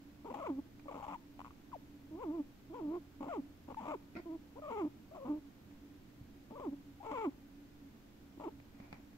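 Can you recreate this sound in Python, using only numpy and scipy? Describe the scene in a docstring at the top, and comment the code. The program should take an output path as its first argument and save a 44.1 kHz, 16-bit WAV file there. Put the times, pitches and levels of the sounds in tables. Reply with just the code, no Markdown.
"""Guinea pig complaining on a blanket

A guinea pig close by gives short gliding whines that break into rasps, creaks and peeps: pulsing vocal
folds make the whines and rasps, a sliding tone each peep, ringing snaps the creaks, all with air noise.
It snorts once in swelling noise; as it moves, small ticks knock and fur rustles near the end.
The quiet room hums and adds a faint tail; two microphones hear the voice with different colours."""
import sys
import numpy as np
from scipy import signal
from scipy.fft import rfft, irfft, next_fast_len
from scipy.io import wavfile
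from scipy.ndimage import uniform_filter1d, map_coordinates

SR = 44100
rng = np.random.default_rng(int(sys.argv[2]) if len(sys.argv) > 2 else 0)


def persist_wave(psi):
    """Save psi, clipped to +-1, as 16-bit WAV."""
    counts = np.round(np.clip(psi, -1, 1) * 32767).astype(np.int16)
    wavfile.write(sys.argv[1], SR, np.atleast_2d(counts).T)


N = 404397  # length in samples
TOP_HZ = 15700  # nothing above this is kept
PEEP_ARCH = 0.034  # share by which a peep's pitch bulges in the middle

# Low room noise. Each row: frequency in Hz, relative density in dB per Hz.
ROOM_SPECTRUM = [(20, -3), (36, -5.5), (49, -5.5), (66, -4), (150, -8), (215, -1.5), (350, -8),
                 (430, -14.5), (800, -19), (1500, -26), (3000, -57)]
# How alike the room noise is at left and right. Each row: frequency in Hz, likeness (1 = the same).
ROOM_LIKENESS = [(60, 0.95), (130, 0.76), (290, 0.89), (640, 0.017), (3000, 0.43)]
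# Steady hum of an appliance. Each row: frequency in Hz, level in dB before the left-right lean, width in Hz.
HUM_BANDS = [(81.4, -71, 7), (125.1, -71, 12), (285, -61, 26)]
# A faint high whistle. Each row: frequency in Hz, level in dB before the left-right lean, width in Hz.
WHISTLE_BANDS = [(12635, -93.5, 110)]
# Microphone hiss. Each row: frequency in Hz, relative density in dB per Hz.
HISS_SPECTRUM = [(700, -25.5), (1500, 6), (2200, 5.5), (3500, 2), (5500, -1.5), (7300, -4), (8500, -8.5),
                 (10500, -10), (12500, -3.5), (15500, -4.5)]
# What throat and mouth make of the overtones. Each row: frequency in Hz, relative gain in dB.
THROAT_RESPONSE = [(200, -14.5), (450, -5), (620, 1), (730, -4.5), (860, 3.5), (1100, 2), (1350, -7),
                   (1650, -18), (1950, -22.5), (2300, -10), (3200, -32), (4200, -37), (6000, -56)]
# Places where the voice breaks into a rasp. 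Each row: start in seconds, length in seconds, pitch in Hz,
# fundamental in dB and overtones in dB (both at mid-length), swell from start to end in dB, roughness 0-1.
RASPS = [(0.243, 0.014, 295, -47, -53, -2, 0.4), (0.311, 0.027, 273, -49.5, -51, -5, 0.9),
         (0.336, 0.072, 293, -54, -48, -1, 0.88), (0.854, 0.023, 288, -52.5, -56, 0, 0.37),
         (0.905, 0.033, 302.5, -58, -48, 1, 0.9), (0.94, 0.05, 297, -51.5, -48.5, -6, 0.86),
         (0.978, 0.11, 164.8, -64, -50.5, 0.5, 0.88), (1.076, 0.074, 191.6, -60, -47, 7, 0.58),
         (3.204, 0.024, 277, -42.5, -50, -4, 0.48), (3.224, 0.043, 265, -54, -48, -10, 0.6),
         (3.261, 0.031, 293, -48, -48.5, 10, .7), (3.678, 0.016, 303, -47, -51, 4, 0.6),
         (3.696, 0.036, 282, -51, -49, -3, 0.54), (3.795, 0.057, 233.7, -52, -49.5, 0.5, 0.76),
         (3.847, 0.043, 263, -53, -45.5, 0, 0.78), (3.88, 0.047, 288.4, -45.5, -42.5, 1, 0.33),
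         (4.697, 0.027, 257, -52.5, -46.5, 6, 0.4), (4.841, 0.022, 277, -37, -51, 0, 0.41),
         (5.144, 0.036, 356, -57.5, -53, -2, 0.5), (5.249, 0.05, 258, -45.5, -49.5, -3, .33),
         (6.503, 0.026, 272, -50, -54, -2, 0.83), (6.594, 0.019, 334, -51, -50.5, -5, 0.78),
         (7.024, 0.047, 319, -65, -50, 8, 0.65), (7.108, 0.031, 302, -44.5, -43, -3, 0.54),
         (8.374, 0.012, 323, -46.5, -62, 0, .4), (8.396, 0.047, 296, -54, -50.5, -3, 0.72)]
# Gliding whines. Each row: extra brightness in dB, roughness 0-1 (before pitch scales it), and a course
# of points, each with time in seconds, pitch in Hz, level in dB before the whine's common gain.
WHINES = [ (0, 0.34, [(0.245, 307, -45.5), (0.267, 497.3, -50), (0.295, 377, -47), (0.311, 545.0, -43.5),
          (0.325, 472.4, -48)]), (-0.5, 0.22, [(0.392, 759, -44), (0.43, 512, -44), (0.448, 672, -44),
          (0.464, 534, -44), (0.482, 380.5, -41), (0.51, 276, -35.5), (0.56, 255.5, -48.5),
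          (0.592, 282, -37.5), (0.608, 266, -44)]), (0, 0.26, [(0.881, 563, -40), (0.889, 553, -46),
          (0.907, 470, -43)]), (-3.5, .1, [(2.11, 304, -47), (2.148, 314.7, -45.5), (2.184, 383.6, -50),
          (2.222, 547, -46), (2.252, 364, -43), (2.278, 309, -40), (2.3, 289.9, -37), (2.344, 348.7, -42),
          (2.37, 334.6, -42.5), (2.406, 284.7, -35.5), (2.43, 292.9, -51.5)]),
          (-3, 0.23, [(2.695, 300, -62), (2.705, 322, -51.5), (2.729, 350, -49), (2.755, 523.6, -48),
          (2.787, 469, -49), (2.817, 324, -43.5), (2.859, 295.3, -39), (2.895, 295, -38),
          (2.921, 334.7, -39.5), (2.971, 367.4, -39.5), (2.99, 304, -43)]), (-2.5, 0.2, [(3.288, 681, -45),
          (3.31, 701, -42), (3.35, 445, -43), (3.364, 424, -42.5), (3.388, 271, -37.5), (3.408, 282, -39)]),
          (-2, .15, [(3.905, 662, -42), (3.919, 643, -36.5), (3.933, 599, -41.5), (3.965, 275, -41.5)]),
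          (0, 0.46, [(4.153, 294, -44), (4.189, 355, -49), (4.21, 313.2, -44)]),
          (-2.5, 0.071, [(4.255, 327, -45.5), (4.275, 344.7, -46.5), (4.305, 311.4, -43), (4.335, 333, -44),
          (4.363, 319, -44), (4.379, 280, -61)]), (-4.5, 0.57, [(4.555, 412, -53), (4.575, 513, -53),
          (4.603, 625, -45.5)]), (-1.5, 0.16, [(4.619, 625.6, -48.5), (4.673, 577, -46.5),
          (4.687, 637, -43.5), (4.715, 425.4, -40.5), (4.739, 467.4, -43), (4.763, 404, -41),
          (4.787, 432, -40.5), (4.839, 294.8, -35.5), (4.886, 308, -41)]),
          (-11.5, 0.25, [(5.11, 557, -54.5), (5.128, 665, -55), (5.18, 642, -48), (5.198, 550, -53),
          (5.255, 536, -46.5)]), (-2.5, 0.22, [(5.28, 301.6, -35.5), (5.318, 296, -34.5),
          (5.376, 307.5, -44), (5.398, 287, -46)]), (-4, 0.2, [(6.518, 437.4, -51.5), (6.548, 450.4, -55.5),
          (6.568, 607.5, -48), (6.588, 462.1, -51), (6.614, 599, -48), (6.646, 456, -46),
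          (6.676, 300, -38.5), (6.69, 257.1, -36), (6.706, 276, -51), (6.732, 284.5, -37.5),
          (6.755, 294, -53)]), (0, 0.18, [(7.06, 424.6, -40), (7.072, 443.5, -45.5), (7.11, 430.7, -43),
          (7.136, 604, -42.5), (7.15, 531, -41.5), (7.182, 442.3, -40), (7.21, 449, -41), (7.24, 414, -40),
          (7.264, 329.4, -34.5), (7.28, 265, -33), (7.3, 292.9, -42.5)]), (1.5, 0.33, [(8.434, 492, -44),
          (8.454, 409, -45), (8.464, 337.5, -42.5), (8.476, 306, -37), (8.486, 455.0, -45),
          (8.497, 425.9, -44)]), ]
# A whine's overtones are strongest at middle pitches, weaker at low and high ones.
# Each row: pitch in Hz, overtones over fundamental in dB before a whine's extra brightness.
OVERTONE_SHARE = [(280, -15.5), (340, -8.5), (400, -2.5), (450, 3), (540, 2.5), (620, -3.5), (710, -8)]
# The voice flips to a pure high note. Each row: start in seconds, length in seconds, start pitch in Hz,
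# end pitch in Hz (both before the arch), level in dB.
PEEPS = [(0.339, 0.018, 820, 790, -45), (1.022, 0.034, 813, 790, -47.5), (1.079, 0.031, 867, 810, -47.5),
         (1.141, 0.025, 987, 843, -47), (1.727, 0.025, 1080, 770, -46), (1.749, 0.02, 786, 470, -49),
         (3.767, 0.033, 856, 870, -43), (7.001, 0.023, 766, 810, -52.5)]
# Short trains of snaps of the vocal folds. Each row: start in seconds, length in seconds, gap between snaps
# in seconds, first level in dB, fade in dB per snap, ring in Hz before scatter, climb in Hz per snap.
CREAKS = [(1.393, .03, 0.011, -35.5, 0, 830, 95), (1.4466, .036, 0.0082, -37.5, 1.7, 1155, -19),
          (1.507, .008, 0.0044, -44.5, 8, 1130, 110), (1.718, .01, 0.0064, -48, 2, 1300, -160),
          (3.745, .003, .007, -38.5, 0, 1070, 0)]
# Air noise of the voice. Each row: frequency in Hz, relative density in dB per Hz.
AIR_SPECTRUM = [(300, -46), (1200, -15.5), (1750, -5), (2300, -0.5), (3200, -4.5), (4200, -19.5),
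                (6300, -17), (7400, -11), (8200, -25), (12000, -27)]
# The voice at two microphones. Each row: frequency in Hz, left minus right in dB.
LEFT_RIGHT_BALANCE = [(280, -1), (390, -4), (510, 4), (620, 3), (820, 10), (1230, 2.5), (1450, 0.5),
                      (1750, -3.5), (2080, 2), (2450, -5), (3050, 10), (4000, -3), (6500, -2.5),
                      (7300, 5.5)]
# The voice at two microphones. Each row: frequency in Hz, phase by which left leads in radians.
LEFT_LEAD = [(200, 0.35), (350, 0.083), (450, 1.43), (730, 1.32), (980, 0.78), (1500, 1.6), (1750, 3.94),
             (1950, 5.45), (2500, 9.97)]
# Small knocks as the animal moves. Each row: start in seconds, tick in dB, thud in dB, thud pitch in Hz.
TICKS = [(0.795, -51, -74, 307), (4.153, -47, -42, 250), (4.169, -62, -40.5, 217), (5.711, -58.5, -64, 200),
         (6.212, -86, -41.5, 108), (8.6, -53.5, -60, 200), (8.801, -49, -42, 214),
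         (8.9275, -39.5, -43.5, 187), (8.941, -50, -64, 293), (9.13, -61.5, -68, 300)]
# Fur and claws on cloth. Each row: frequency in Hz, relative density in dB per Hz.
CLOTH_SPECTRUM = [(100, -20), (700, 7.5), (1600, -6), (2400, 4.5), (3000, -18.5), (4900, -14.5),
                  (6000, -20), (15000, -47)]
# Puffs of air through the nose. Each row: peak time in seconds, peak level in dB, rise in seconds,
# fall in seconds, each slope over 60 dB.
SNORTS = [(4.169, -45, 0.037, 0.046), (4.19, -56, 0.11, 0.16)]
# Breath noise of the nose. Each row: frequency in Hz, relative density in dB per Hz.
NOSE_SPECTRUM = [(200, -39), (650, 10.5), (1100, -23), (1400, 6.5), (1700, -8), (2000, 5.5), (2450, -1),
                 (2900, -20), (4800, -13.5), (8000, -45.5)]
# Fur sweeping over the blanket. Each row: peak time in seconds, peak level in dB, rise in seconds,
# fall in seconds, each slope over 60 dB.
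RUSTLES = [(8.85, -62, .5, 0.24), (8.94, -60.5, 0.14, 0.35)]


def amp(db):
    """Turn decibels into gain."""
    return 10 ** (np.asarray(db) / 20)


def unit(x):
    """Scale x to an average (rms) level of 1."""
    return x / np.sqrt(np.mean(x ** 2) + 1e-20)


def along(points, hz):
    """Read a curve of (Hz, value) points on a log frequency axis."""
    f, v = np.transpose(points)
    return np.interp(np.log(hz + 1), np.log(f), v)


def wobble(rate, size):
    """Draw a smooth random curve with rate random points a second."""
    points = rng.standard_normal(int(size * rate / SR) + 4)
    return map_coordinates(points, [np.arange(size) * rate / SR])


def filtered(x, response):
    """Multiply the spectrum of x by a response, which may also shift phase."""
    m = next_fast_len(x.shape[-1] + 8192)
    spectrum = rfft(x, m) * response(np.fft.rfftfreq(m, 1 / SR))
    return irfft(spectrum, m)[..., :x.shape[-1]]


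def noise(spectrum, shape):
    """Make coloured noise with an rms of 1."""
    return unit(filtered(rng.standard_normal(shape), lambda hz: amp(along(spectrum, hz))))


def ring(spectrum, size=1024):
    """Turn a spectrum into a ring that starts at once and then decays, with peak 1."""
    cepstrum = irfft(np.log(amp(along(spectrum, np.fft.rfftfreq(size, 1 / SR)))))
    # folding the second half onto the first keeps the ring from starting early
    cepstrum[1:size // 2] *= 2
    cepstrum[size // 2 + 1:] = 0
    h = irfft(np.exp(rfft(cepstrum)))
    return h / np.abs(h).max()


def loudness(x, size):
    """Follow the rms over size samples."""
    return np.sqrt(np.abs(uniform_filter1d(x ** 2, size)) + 1e-14)


def add(track, s, x):
    """Mix x into the track at time s in seconds."""
    part = track[..., round(s * SR):][..., :x.shape[-1]]
    part += x[..., :part.shape[-1]]


def background(room_db=-60, hiss_db=-70.5, lean_db=1.05):
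    """Low room noise, the narrow bands of an appliance's hum, a faint whistle and microphone hiss."""
    def spread(hz):
        """Share the noise between middle and sides so that left and right are as alike as the table says."""
        angle = np.arccos(np.clip(along(ROOM_LIKENESS, hz), -1, 1)) / 2
        return np.array([np.cos(angle), np.sin(angle)])

    mid, side = filtered(noise(ROOM_SPECTRUM, (2, N)), spread)
    room = amp(room_db) * np.array([mid + side, mid - side])
    t = np.arange(N) / SR
    for hz, db, width_hz in HUM_BANDS + WHISTLE_BANDS:
        # slow random drift widens a steady tone into a narrow band
        drift = wobble(width_hz, N) + 1j * wobble(width_hz, N)
        room += amp(db) * unit(np.real(drift * np.exp(2j * np.pi * hz * t)))
    leaning = room * amp([[-lean_db], [lean_db]])  # softer left, louder right
    return leaning + amp(hiss_db) * noise(HISS_SPECTRUM, (2, N))


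def folds(t, pitch, low_db, high_db, rough, jitter, fuzz=0.21, fuzz_rate=900, shimmer_db=7,
          chaos_rate=320, scatter_rad=2.17, scatter_rate=150, slope_db=1.0, knee_hz=660, count=17):
    """The folds pulse at the pitch; when rough, cycles differ in length, strength and shape."""
    size = len(t)
    uneven_pitch = pitch * np.exp(jitter * rough * wobble(chaos_rate, size))
    phase = 2 * np.pi * np.cumsum(uneven_pitch) / SR
    strength = amp(shimmer_db * rough * np.tanh(wobble(chaos_rate, size)))
    fundamental = strength * np.cos(phase)

    k = np.arange(2, count)[:, None]  # overtone numbers
    # more effort closes the folds harder and brightens the tone
    bright = amp(slope_db * (high_db + 42) * np.log2(k))
    # a slow creak has little weight below the knee
    creak = np.clip((260 - pitch) / 60, 0, 1)
    weight = bright / (1 + creak * (knee_hz / (k * pitch)) ** 6)
    # in rough stretches the overtones slip out of step, which blurs the pulses into a rasp
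    slip = scatter_rad * rough * np.array([wobble(scatter_rate, size) for _ in k])
    # turbulent air leaves a faint fuzz between the overtones
    airy = strength * (1 + fuzz * wobble(fuzz_rate, size))
    source = airy * (weight * np.cos(k * phase + slip)).sum(0)
    overtones = signal.fftconvolve(source, ring(THROAT_RESPONSE))[:size]

    # the fundamental leaves through the nose, the overtones have a level of their own
    low = amp(low_db) * fundamental / loudness(fundamental, size=600)
    high = amp(high_db) * overtones / loudness(overtones, size=600)
    return np.array([low + high, np.broadcast_to(rough, t.shape)])


def gate(t, attack_s, release_s):
    """The voice sets in, holds and lets go."""
    return np.clip(np.minimum((t - t[0]) / attack_s, (t[-1] - t) / release_s), 0, 1)


def rasp(length, pitch, low_db, high_db, swell_db, rough, attack_s=0.0053, release_s=0.0059):
    """A break in the voice: uneven folds at one central pitch; also returns when it holds."""
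    t = np.arange(0, length, 1 / SR)
    rise_db = swell_db * (t / length - .5)
    held = gate(t, attack_s, release_s)
    return held * folds(t, pitch, low_db + rise_db, high_db + rise_db, rough, jitter=0.196), held


def whine(bright_db, rough, course, gain_db=0.56, attack_s=0.0038, release_s=0.0081, strain=0.79,
          strain_hz=450, shut_db=7, shut_s=0.019, flutter_db=0.84, flutter_rate=90):
    """A gliding call: overtones are strongest at middle pitches; a higher pitch strains the folds."""
    s, pitch, level_db = np.transpose(course)
    t = np.arange(s[0], s[-1], 1 / SR)
    pitch = uniform_filter1d(np.interp(t, s, pitch), size=400)
    level_db = np.interp(t, s, level_db) + flutter_db * wobble(flutter_rate, len(t))
    share_db = along(OVERTONE_SHARE, pitch) + bright_db
    # fundamental and overtones share the power of the level
    low_db = gain_db + level_db - 10 * np.log10(1 + amp(share_db) ** 2)
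    # the mouth shuts just before the voice stops
    high_db = low_db + share_db - shut_db * np.exp((t - t[-1]) / shut_s)
    strained = rough * (pitch / strain_hz) ** strain
    return gate(t, attack_s, release_s) * folds(t, pitch, low_db, high_db, strained, jitter=0.108)


def calls(yield_share=0.48):
    """Sound and roughness of the whines and rasps; a whine gives way while a rasp lasts."""
    whines, rasps, breaking = np.zeros((2, N)), np.zeros((2, N)), np.zeros(N)
    for s, *settings in RASPS:
        sound, held = rasp(*settings)
        add(rasps, s, sound)
        add(breaking, s, held)
    for bright_db, rough, course in WHINES:
        add(whines, course[0][0], whine(bright_db, rough, course))
    return whines * np.clip(1 - yield_share * breaking, 0, 1) + rasps


def peep(length, start_hz, end_hz, octave_db=-27, taper=0.44):
    """A short, nearly pure note that slides in a slight arch, with a weak octave above."""
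    u = np.linspace(0, 1, round(length * SR))  # progress from 0 to 1
    slide = start_hz + (end_hz - start_hz) * u
    pitch = slide * (1 + PEEP_ARCH * np.sin(np.pi * u))
    phase = 2 * np.pi * np.cumsum(pitch) / SR
    tone = np.sin(phase) + amp(octave_db) * np.sin(2 * phase)
    return unit(signal.windows.tukey(len(u), taper) * tone)


def knock(tick_db, thud_db, thud_hz, tick_t60_s=0.022, thud_t60_s=0.06, contact_s=0.00033):
    """A burst of cloth noise and a padded thud, each dying away by 60 dB in its own t60."""
    t = np.arange(SR // 8) / SR
    soft = 1 - np.exp(-t / contact_s)  # the padded contact takes a moment to load
    tick = soft * amp(tick_db - 60 * t / tick_t60_s) * noise(CLOTH_SPECTRUM, (2, len(t)))
    thud = amp(thud_db - 60 * t / thud_t60_s) * np.sin(2 * np.pi * thud_hz * t)
    return tick + thud


def snap(hz, t60_s=0.012, upper_db=-16, upper_hz=2450, onset_s=0.00019):
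    """One closure of the folds rings the mouth and a weaker resonance at upper_hz."""
    t = np.arange(SR // 25) / SR
    modes = np.sin(2 * np.pi * hz * t) + amp(upper_db) * np.sin(2 * np.pi * upper_hz * t)
    return modes * amp(-60 * t / t60_s) * (1 - np.exp(-t / onset_s))


def creaks(scatter=0.055):
    """Trains of single fold snaps, each ringing at a slightly random pitch."""
    snaps = np.zeros(N)
    for s, length, gap, db, fade_db, hz, climb_hz in CREAKS:
        for k, delay in enumerate(np.arange(0, length, gap)):
            ring_hz = (hz + k * climb_hz) * np.exp(scatter * rng.standard_normal())
            add(snaps, s + delay, amp(db - k * fade_db) * snap(ring_hz))
    return snaps


def microphones(hz):
    """Nearby surfaces give each microphone its own level and phase."""
    sides = np.array([[.5], [-.5]])
    gain = amp(sides * along(LEFT_RIGHT_BALANCE, hz))
    even_power = gain / np.sqrt(np.mean(gain ** 2, 0))
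    return even_power * np.exp(1j * sides * along(LEFT_LEAD, hz))


def voice(air_db=-22.5, rough_air_db=8.0, peep_air=0.81, snap_air=1.8):
    """All calls, with air noise that pulses along with them and grows with roughness."""
    whines, rough = calls()
    peeps = np.zeros(N)
    for s, length, start_hz, end_hz, db in PEEPS:
        add(peeps, s, amp(db) * peep(length, start_hz, end_hz))
    snaps = creaks()
    # the part of the voice above about 650 Hz steers the air
    driver = whines + snap_air * snaps + peep_air * peeps
    upper_voice = filtered(driver, lambda hz: 1 / (1 + (650 / (hz + 1)) ** 8))
    airflow = loudness(upper_voice, size=80)
    air = amp(air_db + rough_air_db * np.minimum(rough, .8)) * airflow * noise(AIR_SPECTRUM, (2, N))
    return filtered(whines + snaps + peeps + air, microphones)


def swell(s, db, rise_s, fall_s):
    """A gain that rises to its peak at time s and dies away."""
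    t = np.arange(N) / SR - s
    return amp(db - 60 * np.minimum(np.maximum(-t / rise_s, t / fall_s), 2))


def snort():
    """Puffs of air rush through the nose as swelling noise."""
    return sum(swell(*row) for row in SNORTS) * noise(NOSE_SPECTRUM, (2, N))


def rustle():
    """Fur brushes the blanket as swelling cloth noise."""
    return sum(swell(*row) for row in RUSTLES) * noise(CLOTH_SPECTRUM, (2, N))


def movements():
    """The snort, the rustle and the small knocks together."""
    x = snort() + rustle()
    for s, *settings in TICKS:
        add(x, s, knock(*settings))
    return x


def walls(x, t60_s=0.54, wet_db=-23, dull_hz=3000, mode_hz=286, mode_db=-19):
    """The faint answer of a furnished room: a dull tail and one low resonance that rings on."""
    t = np.arange(SR // 2) / SR
    decay = amp(-60 * t / t60_s) * (t > .005)  # the answer starts after 5 ms
    echoes = rng.standard_normal((2, len(t))) * decay
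    tail = filtered(echoes, lambda hz: 1 / (1 + 1j * hz / dull_hz)) / np.linalg.norm(decay)
    mode = 2 * np.cos(2 * np.pi * mode_hz * t) * decay / decay.sum()
    return signal.fftconvolve(x, amp(wet_db) * tail + amp(mode_db) * mode, axes=1)[:, :N]


def scene():
    """The animal close by, in its room."""
    animal = voice() + movements()
    return animal + walls(animal) + background()


def record(dry):
    """Keep only what lies below the band limit."""
    return filtered(dry, lambda hz: hz < TOP_HZ)


dry = scene()
out = record(dry)
persist_wave(out)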